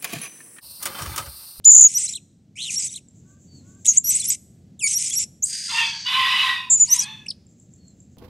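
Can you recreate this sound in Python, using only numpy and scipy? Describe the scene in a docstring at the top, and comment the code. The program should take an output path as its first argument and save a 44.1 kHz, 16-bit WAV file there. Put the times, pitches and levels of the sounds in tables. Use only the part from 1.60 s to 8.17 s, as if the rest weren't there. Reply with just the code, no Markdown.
"""Shrill whistles and trills of a small caged parrot close by: one gliding pitch with throat-shaped overtones.
Between them run hoarse bursts, chaotic harmonics mixed with noise, and swinging warbles; later comes a hiss,
noise through beak resonances. A rough low squawk, perhaps a larger bird nearby, rings in the yard: its lines
split by period doubling. Far birds tick, whistle, crow and chatter as faint tones and pulsing noise,
over a low hum of filtered noise."""
import sys
import numpy as np
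from scipy import signal
from scipy.fft import rfft, irfft, next_fast_len
from scipy.io import wavfile
from scipy.ndimage import uniform_filter1d, map_coordinates

SR = 44100
rng = np.random.default_rng(int(sys.argv[2]) if len(sys.argv) > 2 else 0)


def to_wav(s):
    """Save 16-bit WAV."""
    ch = np.atleast_2d(s).T  # columns
    pcm = np.round(np.clip(ch, -1, 1) * 32767)  # PCM
    wavfile.write(sys.argv[1], SR, pcm.astype(np.int16))


N = 289737
T = np.arange(N) / SR  # time [s]
TOP_HZ = 15720  # band limit
# spectrum of the parrot's turbulent air: (frequency [Hz], relative level [dB])
RASP = [(1500, -48), (2100, -10), (4350, -13), (6000, -2), (7800, 1.5), (11600, -20), (13300, -53)]


def amp(db):
    """Decibel definition: 20 dB is a tenfold amplitude."""
    return 10 ** (np.asarray(db) / 20)


def unit(x):
    """Normalisation to unit root mean square."""
    return x / np.sqrt(np.mean(x ** 2) + 1e-20)


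def along(points, hz):
    """Linear interpolation of (frequency [Hz], value) points on a logarithmic frequency axis."""
    f, v = np.transpose(points)
    return np.interp(np.log(hz + 1), np.log(f + 1), v)


def wobble(rate):
    """Slow random modulation: Gaussian knots, rate of them a second, joined by a spline."""
    knots = rng.standard_normal(int(N * rate / SR) + 4)
    return map_coordinates(knots, [T * rate])


def filtered(x, response):
    """Linear filtering: the spectrum of x times a complex response of frequency."""
    m = next_fast_len(N + 8192)
    return irfft(rfft(x, m) * response(np.fft.rfftfreq(m, 1 / SR)), m)[..., :N]


def coloured(x, spectrum):
    """Spectral shaping by (frequency [Hz], gain [dB]) points, then normalisation."""
    return unit(filtered(x, lambda hz: amp(along(spectrum, hz))))


def played(tables, fade):
    """Piecewise-linear control curves through all tables, and a gate that opens and shuts in fade seconds."""
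    s, *cols = np.vstack(tables).T
    gate = 0
    for t in tables:
        inside = np.minimum(T - t[0][0], t[-1][0] - T)
        gate = gate + np.clip(inside / fade + .5, 0, 1)
    return [np.interp(T, s, c) for c in cols] + [np.clip(gate, 0, 1)]


def stack(hz, count):
    """Harmonic series 1..count, one row each: phase is the integral of a moving pitch."""
    phase = np.cumsum(2 * np.pi * hz / SR)
    return np.sin(np.arange(1, count + 1)[:, None] * phase)


def notes():
    """Vocal effort lifts pitch and level together: rows of (time, pitch, level, overtones) for each clear note."""
    # rising chirps: (start [s], length [s], start pitch [Hz], end pitch [Hz], peak level [dB], overtones [dB])
    rises = [(0.345, 0.034, 5560, 6045, -11.5, -3), (0.472, 0.013, 3660, 4216, -27, -14.5),
             (1.16, .026, 5457, 5720, -17, -11.5), (1.284, .015, 3400, 3857, -38, -11),
             (2.443, 0.06, 5650, 6004, -17.5, 9.5), (2.626, 0.012, 3434, 3510, -31, -13.5),
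             (2.664, .036, 5035, 6050, -22.5, 14), (3.345, 0.035, 5437, 5857, -14, -3),
             (3.51, 0.017, 3259, 3420, -28, -8), (3.559, 0.029, 5490, 5800, -15, -1),
             (5.304, 0.035, 5575, 6220, -4.5, -1.5), (5.369, 0.033, 4780, 6080, -11.5, -9)]
    rise_db_per_oct, rise_peak, rise_fall_db = 126.5, .8, 2  # loudest at this share of the length, then eases
    # wide, fast sweeps: same columns
    sweeps = [(0.041, .013, 2719, 7030, -9, -8), (2.257, 0.0059, 3728, 1761, -20.5, 8),
              (2.264, .004, 4430, 2956, -21, 6.5), (2.372, 0.014, 6450, 7553, -1, -6.5),
              (2.6, .014, 4377, 3872, -27, -5), (5.277, .024, 4226, 5860, -22.5, -22.5),
              (5.409, 0.039, 6340, 4146, -18, -18.5), (5.661, 0.0079, 2160, 2883, -29, -11),
              (5.685, 0.011, 5720, 4233, -20, -27.5), (5.704, 0.014, 5300, 2944, -15.5, -26.5)]
    sweep_db_per_oct = 28.5
    # closing flourish: (time from its start [s], pitch [Hz])
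    zigzag = [(0, 4076), (.011, 3120), (0.021, 4265), (.037, 3160), (.052, 2338)]
    # each flourish: (start [s], peak level [dB])
    zigzag_starts = [(.536, -27), (1.342, -31.5)]
    zigzag_overtones_db = -9
    # held shrill whistles: (start [s], length [s], start pitch [Hz], end pitch [Hz], peak level [dB],
    # overtones [dB], final droop [s])
    shrills = [(0.049, .23, 7010, 6776, -2, -6.5, .012), (2.275, .054, 6750, 6840, -5, -9, .03),
               (5.1, 0.095, 7420, 7280, -8, -13, 0.053), (5.199, 0.055, 6980, 7044, -7, -20, .022)]
    onset_s, onset_db, droop_db, droop_flat = .012, 4.5, 16.5, .068  # ends of a held whistle; flat is a share
    # opening notes of three runs, one curve each: (time [s], pitch [Hz], peak level [dB])
    openings = [
        [(.957, 2200, -47), (.99, 3080, -29), (1.03, 4100, -25), (1.075, 3360, -30), (1.104, 2330, -28)],
        [(3.193, 3864, -45.5), (3.212, 2770, -38.5), (3.24, 2300, -22), (3.272, 2220, -22.5)],
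        [(3.824, 7080, -22), (3.832, 6046, -17.5), (3.842, 7840, -10.5), (3.858, 8500, -36)],
    ]
    # overtones of each opening note: (level [dB])
    opening_overtones = [-20, 2, 2.5]

    def effort(s, hz, db, over_db, db_per_oct):
        """Level falls in proportion to the octaves below the note's highest pitch."""
        return [(a, b, db - db_per_oct * np.log2(max(hz) / b), over_db) for a, b in zip(s, hz)]

    out = []
    for s, d, a, b, db, over in rises:
        climb = effort((s, s + rise_peak * d), (a, a + rise_peak * (b - a)), db, over, rise_db_per_oct)
        out.append(climb + [(s + d, b, db - rise_fall_db, over)])
    for s, d, a, b, db, over in sweeps:
        out.append(effort((s, s + d), (a, b), db, over, sweep_db_per_oct))
    since, pitch = np.transpose(zigzag)
    for s, db in zigzag_starts:
        out.append(effort(since + s, pitch, db, zigzag_overtones_db, sweep_db_per_oct))
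    for s, d, a, b, db, over, droop in shrills:
        out.append([(s, a, db - onset_db, over), (s + onset_s, a, db, over), (s + d - droop, b, db, over),
                    (s + d, b * (1 - droop_flat), db - droop_db, over)])
    for note, over in zip(openings, opening_overtones):
        out.append([(*row, over) for row in note])
    return sorted(out, key=lambda note: note[0][0])


def whistles():
    """Source and filter: the syrinx sings one pitch, the throat sets its overtones, air rasps in trill breaks."""
    # trills: (first dip [s], dips [count], rate [Hz], pitch dip [0-1], level dip [0-1], pitch lead [turns])
    trills = [(.113, 9, 65.34, .15, .9, 0.012), (.977, 13, 123.9, .27, 0.62, 0.18),
              (2.27, 2, 113.7, 0.15, 0.95, 0.028), (2.2875, 14, 377.3, 0.1, 0.5, 0.17),
              (5.103, 16, 323, 0.1, 0.3, 0)]
    limp, flutter = .12, .03  # slow trills: delay of every second dip [turns], pitch flutter of long beats [share]
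    # throat response: (frequency [Hz], gain [dB])
    throat = [(3300, 0), (4600, -13), (7000, 4), (9200, 6), (11800, -14), (14500, -32)]
    hz, db, over, gate = played(notes(), fade=.003)
    db = uniform_filter1d(db, size=90)
    level = amp(db + .7 * wobble(400)) * gate
    leak = .4
    hz = uniform_filter1d(hz, size=130)  # the muscles round off each turn of the pitch
    for start, dips, rate, bend, depth, lead in trills:
        turns = rate * (T - start)
        sharp = 2 + 280 / rate  # slow trills break briefly
        slow = rate < 100
        turns = turns - slow * limp * np.sin(np.pi * turns / 2) ** 2
        on = (turns > -.5) & (turns < round(dips) - .5)
        hz = hz * (1 - on * bend * (np.abs(np.cos(np.pi * (turns + lead))) ** sharp - .2))
        long_beat = np.clip(np.sin(np.pi * turns), 0, 1)
        hz = hz * (1 + on * slow * flutter * long_beat * wobble(1500))
        dip = on * np.abs(np.cos(np.pi * turns)) ** sharp
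        level = level * (1 - np.clip(depth, 0, 1) * dip)
        leak = leak + dip
        over = over - 12 * dip
    hz = hz * (1 + .0069 * wobble(500))
    k = np.arange(1, 6)[:, None]  # harmonic number
    shape_db = along(throat, k * hz) - along(throat, hz)  # relative to the fundamental
    overtone_db = (k > 1) * (over + 1.5 * wobble(300)) - .75 * (k - 1) ** 2
    gains = amp(shape_db + overtone_db) * (k * hz < TOP_HZ)
    air = amp(db - 33.5) * leak * gate * coloured(rng.standard_normal(N), RASP)
    return level * (gains * stack(hz, count=5)).sum(0) + air


def hoarse():
    """Chaotic vibration: a low, lurching pitch whose harmonics flare in turbulent air; clear notes hush it."""
    # hoarse runs, one curve each: (time [s], level [dB])
    runs = [
        [(.283, -34), (.38, -25.5), (.47, -28.5), (.58, -40)],
        [(.96, -39), (1.02, -25), (1.27, -27.5), (1.29, -38.5), (1.39, -32)],
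        [(2.251, -25.5), (2.383, -30)],
        [(2.441, -31.5), (2.5, -22.5), (2.65, -27.5), (2.7, -20.5), (2.755, -28.5)],
        [(3.22, -40), (3.275, -22.5), (3.55, -25), (3.59, -21), (3.645, -29)],
        [(5.17, -25), (5.2, -29), (5.26, -36.5), (5.34, -22), (5.445, -20.5)],
    ]
    db, gate = played(runs, fade=.01)
    hz = 1950 * (1 + .12 * wobble(45) + .03 * wobble(700))
    flare = np.array([1 + .7 * wobble(180) for _ in range(3)])
    lines = unit((flare * stack(hz, count=5)[2:]).sum(0))  # harmonics 3 to 5
    chaos = lines + 1.35 * rng.standard_normal(N)
    hush = 1 - .65 * played(notes(), fade=.0029)[-1]
    return amp(db) * gate * hush * unit(amp(1.6 * wobble(260)) * coloured(chaos, RASP))


def warbles():
    """Frequency modulation: a rough tone swings down and up again, loudest at the top."""
    # tones within the hoarse bursts: (start [s], length [s], peak level [dB])
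    swings = [(0.375, 0.095, -20), (1.185, 0.1, -24), (2.491, 0.082, -14), (2.699, 0.03, -17.5)]
    top_hz, swing_hz, period_s, lead_s, dip_db = 8070, 2160, .053, .016, 9.5
    start = np.array([s for s, _, _ in swings])
    db, gate = played([[(s, db), (s + d, db)] for s, d, db in swings], fade=.006)
    since = T - start[np.clip(np.searchsorted(start, T + .01) - 1, 0, None)]
    down = np.sin(np.pi * (since - lead_s) / period_s) ** 4
    hz = (top_hz - swing_hz * down) * (1 + .015 * wobble(600))
    return gate * amp(db - dip_db * down) * stack(hz, count=1)[0]


def hiss():
    """Turbulence through resonances of the half-open beak; the treble fades as the push weakens."""
    # course of the hiss: (time [s], level below the treble [dB], treble relative to that [dB])
    course = [(3.85, -50.5, 22.5), (3.93, -32.5, -2.5), (4.2, -30.5, -9), (4.5, -36, -36.5)]
    # beak resonances, before they slide: (centre [Hz], width [Hz], gain [dB])
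    resonances = [(4760, 160, 3), (6470, 530, 2.5), (8460, 660, 3)]
    # the resonances sink as the beak closes: (time [s], frequency factor [ratio])
    slide = [(4.1, 1.01), (4.4, 0.96)]
    db, treble_db, gate = played([course], fade=.011)

    def beak(f):
        """Parallel band-pass resonators of alternating sign."""
        total = 0
        for k, (c, w, g) in enumerate(resonances):
            total = total + (-1) ** k * amp(g) * 1j * f * w / (c * c - f * f + 1j * f * w)
        return total

    (s0, wide), (s1, narrow) = slide

    def both_ends(f):
        """Open and closing beak, each with a direct leak, within a common band."""
        return ([beak(f / wide), beak(f / narrow)] + np.array(.1)) * (f > 1500) / (1 + (f / 12000) ** 12)

    shut = np.clip((T - s0) / (s1 - s0), 0, 1) * np.pi / 2
    breath = rng.standard_normal((2, N)) * amp(2.2 * wobble(230))
    ends = filtered(breath, both_ends)
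    air = ends[0] * np.cos(shut) + ends[1] * np.sin(shut)  # equal-power crossfade
    low = filtered(air, lambda f: 1 / (1 + (f / 5500) ** 10))
    return gate * amp(db) * (unit(low) + amp(treble_db) * unit(air - low))


def squawk():
    """Period doubling: strong and weak cycles alternate under effort, putting wavering lines about halfway."""
    # squawks: (start [s], hold [s], pitch at start of hold [Hz], pitch at its end [Hz], level [dB])
    table = [(4.091, 0, 1440, 1420, -25), (4.122, 0.0044, 952, 934, -24), (4.455, 0.37, 1038, 1050, -23),
             (5.285, 0.047, 981, 987, -35), (5.386, 0.015, 848, 883, -37.5)]
    # gullet response: (frequency [Hz], relative gain [dB])
    gullet = [(600, -34), (1050, -3.5), (1440, -16.5), (2000, -5), (3600, -2.5), (4400, -14.5),
              (6200, -24.5), (12500, -29), (13500, -59)]
    attack_s, attack_db, release_s, release_db = .07, 7, .2, 24
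    end_flat = .04  # pitch is this share flat at both ends of a call
    crowd, sink = .015, .08  # loud calls: overtones are this share flat; the whole-numbered ones sink this much more
    times = np.cumsum([(s, attack_s, hold, release_s) for s, hold, *_ in table], axis=1)
    # a new call cuts the last one short
    times = np.flip(np.minimum.accumulate(np.flip(times).ravel())).reshape(times.shape)
    flat = end_flat * np.array([1, 0, 0, 1])
    soft_db = np.array([attack_db, 0, 0, release_db])
    calls = []
    for t, (_, _, a, b, db) in zip(times, table):
        pitch = np.repeat([a, b], 2) * (1 - flat)
        calls.append(np.transpose([t, pitch, db - soft_db, [db] * len(t), np.linspace(0, 1, len(t))]))
    hz, db, top_db, late, gate = played(calls, fade=.02)
    effort = np.clip((db + 42) / 20, .55, 1)  # a harder push is rougher
    strain = np.clip((top_db + 32) / 9, 0, 1)  # loud calls split and crowd their lines
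    voice = 1.85 * effort * rng.standard_normal(N)  # rasping air
    for k in range(2, 12):  # lines at multiples of half the pitch
        drift = 1 + .001 * k * wobble(6) * strain + .026 * effort * wobble(250)
        crowding = 1 - (k > 2) * strain * (crowd + sink * late * (k % 2 == 0))
        line_gain = amp(-(22 - 18 * strain) * (k % 2))  # halfway lines are weaker
        throb = .35 + .65 * wobble(55)
        voice += line_gain * throb * stack(k / 2 * crowding * hz * drift, count=1)[0]
    return gate * amp(uniform_filter1d(db, size=400)) * coloured(voice, gullet)


def far_birds():
    """Faint tones and noise under amplitude envelopes: double ticks, thin whistles, crowing, pulsing chatter."""
    # ticks: (time [s], level [dB])
    tick_table = [(1.4852, -39), (2.149, -41.5), (5.867, -45), (5.999, -41.5), (6.1367, -39.5),
                  (6.281, -39), (6.403, -38.5)]
    # thin whistles: (start [s], end [s], start pitch [Hz], end pitch [Hz], level [dB])
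    thin = [(1.865, 2.024, 4565, 3940, -55.5), (6.166, 6.343, 4380, 3950, -62.5)]
    # crowing: (start [s], end [s], start pitch [Hz], level [dB])
    crows = [(1.633, 1.806, 364, -67.5), (2.011, 2.23, 338.7, -66.5)]
    # harmonics heard of each crow: number: gain [dB]
    crow_harmonics = {3: -2.5, 4: 0}
    crow_top_hz = 392  # each crow eases up to this pitch
    # chatter, one curve each: (time [s], level before the pulses [dB])
    chatter = [
        [(1.54, -64.5), (2.24, -59)],
        [(5.9, -64.5), (6.57, -71)],
    ]
    out, t = np.zeros(N + SR), np.arange(SR // 50) / SR
    tick = amp(-60 * t / .021) * (1 - np.exp(-t / .00042)) * np.sin(2 * np.pi * 7400 * t)
    for s, db in tick_table:
        out[round(s * SR):][:len(t)] += amp(db) * tick
        out[round((s + .024) * SR):][:len(t)] += amp(db - 10) * tick
    out, quaver = out[:N], wobble(120)
    for start, end, hz0, hz1, db in thin:
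        u = np.clip((T - start) / (end - start), 0, 1)
        hz = hz0 + (hz1 - hz0) * u ** 3 + 30 * quaver
        out += amp(db + 1.6 * quaver) * np.sin(np.pi * u) * stack(hz, count=1)[0]
    for start, end, hz0, db in crows:
        u = np.clip((T - start) / (end - start), 0, 1)
        lines = stack(crow_top_hz - (crow_top_hz - hz0) * (1 - u) ** 2 + 4 * quaver, count=4)
        out += np.sin(np.pi * u) * sum(amp(db + g) * lines[k - 1] for k, g in crow_harmonics.items())
    db, gate = played(chatter, fade=.046)
    blur = coloured(rng.standard_normal(N), [(5000, -35), (6200, -2.5), (7600, 3.5), (8800, -28)])
    swell = np.cos(np.pi * 7.65 * (T - 1.575)) ** 2  # 7.65 pulses a second
    return out + gate * amp(db) * (.41 + swell) * blur


def hum():
    """Distant traffic and air: low-weighted noise, highly correlated between the two ports."""
    # hum spectrum: (frequency [Hz], relative level [dB])
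    spectrum = [(25, -34.5), (90, -2), (200, -3), (420, -21), (700, -30), (1000, -42.5), (7300, -41),
                (8500, -51), (15000, -57.5)]
    # slow swell: (time [s], level [dB])
    swell = [(.9, -54), (2.2, -50), (5.1, -53), (5.7, -50.5)]
    mid, side = [coloured(rng.standard_normal(N), spectrum) for _ in range(2)]
    level = amp(np.interp(T, *np.transpose(swell)) + wobble(5))
    return level * (mid + amp(-23) * np.array([side, -side]))


def yard(x, t60, gap, apart=.44):
    """Diffuse reverberation: convolution with noise that decays 60 dB in t60 seconds, after a gap in seconds."""
    t = np.arange(SR // 2) / SR
    tail = rng.standard_normal((2, len(t))) * amp(-60 * t / t60) * (t > gap)
    tail[1] = tail[0] + apart * tail[1]  # the ports are close together
    tail = tail / np.linalg.norm(tail, axis=1)[:, None]
    return signal.fftconvolve(x[None], tail, axes=1)[:, :N]


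def scene():
    """Superposition of direct sounds, their reverberation and the hum, at two ports."""
    parrot = whistles() + hoarse() + warbles() + hiss()
    other, far = squawk(), far_birds()
    cage = amp(-14) * yard(parrot, t60=.09, gap=.003)
    near = parrot + cage + amp(-31) * yard(parrot, t60=.68, gap=.02)
    walls = amp(-4) * yard(other, t60=.3, gap=.02, apart=.3)
    distance = far + amp(-7.5) * yard(far, t60=.22, gap=.014)
    return near + other * amp([[-.6], [.6]]) + walls + distance + hum()


def record(dry):
    """Saturation rounds off the loudest peaks; band limiting keeps nothing above TOP_HZ."""
    rounded = dry / (1 + np.abs(dry) ** 8) ** (1 / 8)
    return filtered(rounded, lambda hz: hz < TOP_HZ)


dry = scene()
out = record(dry)
to_wav(out)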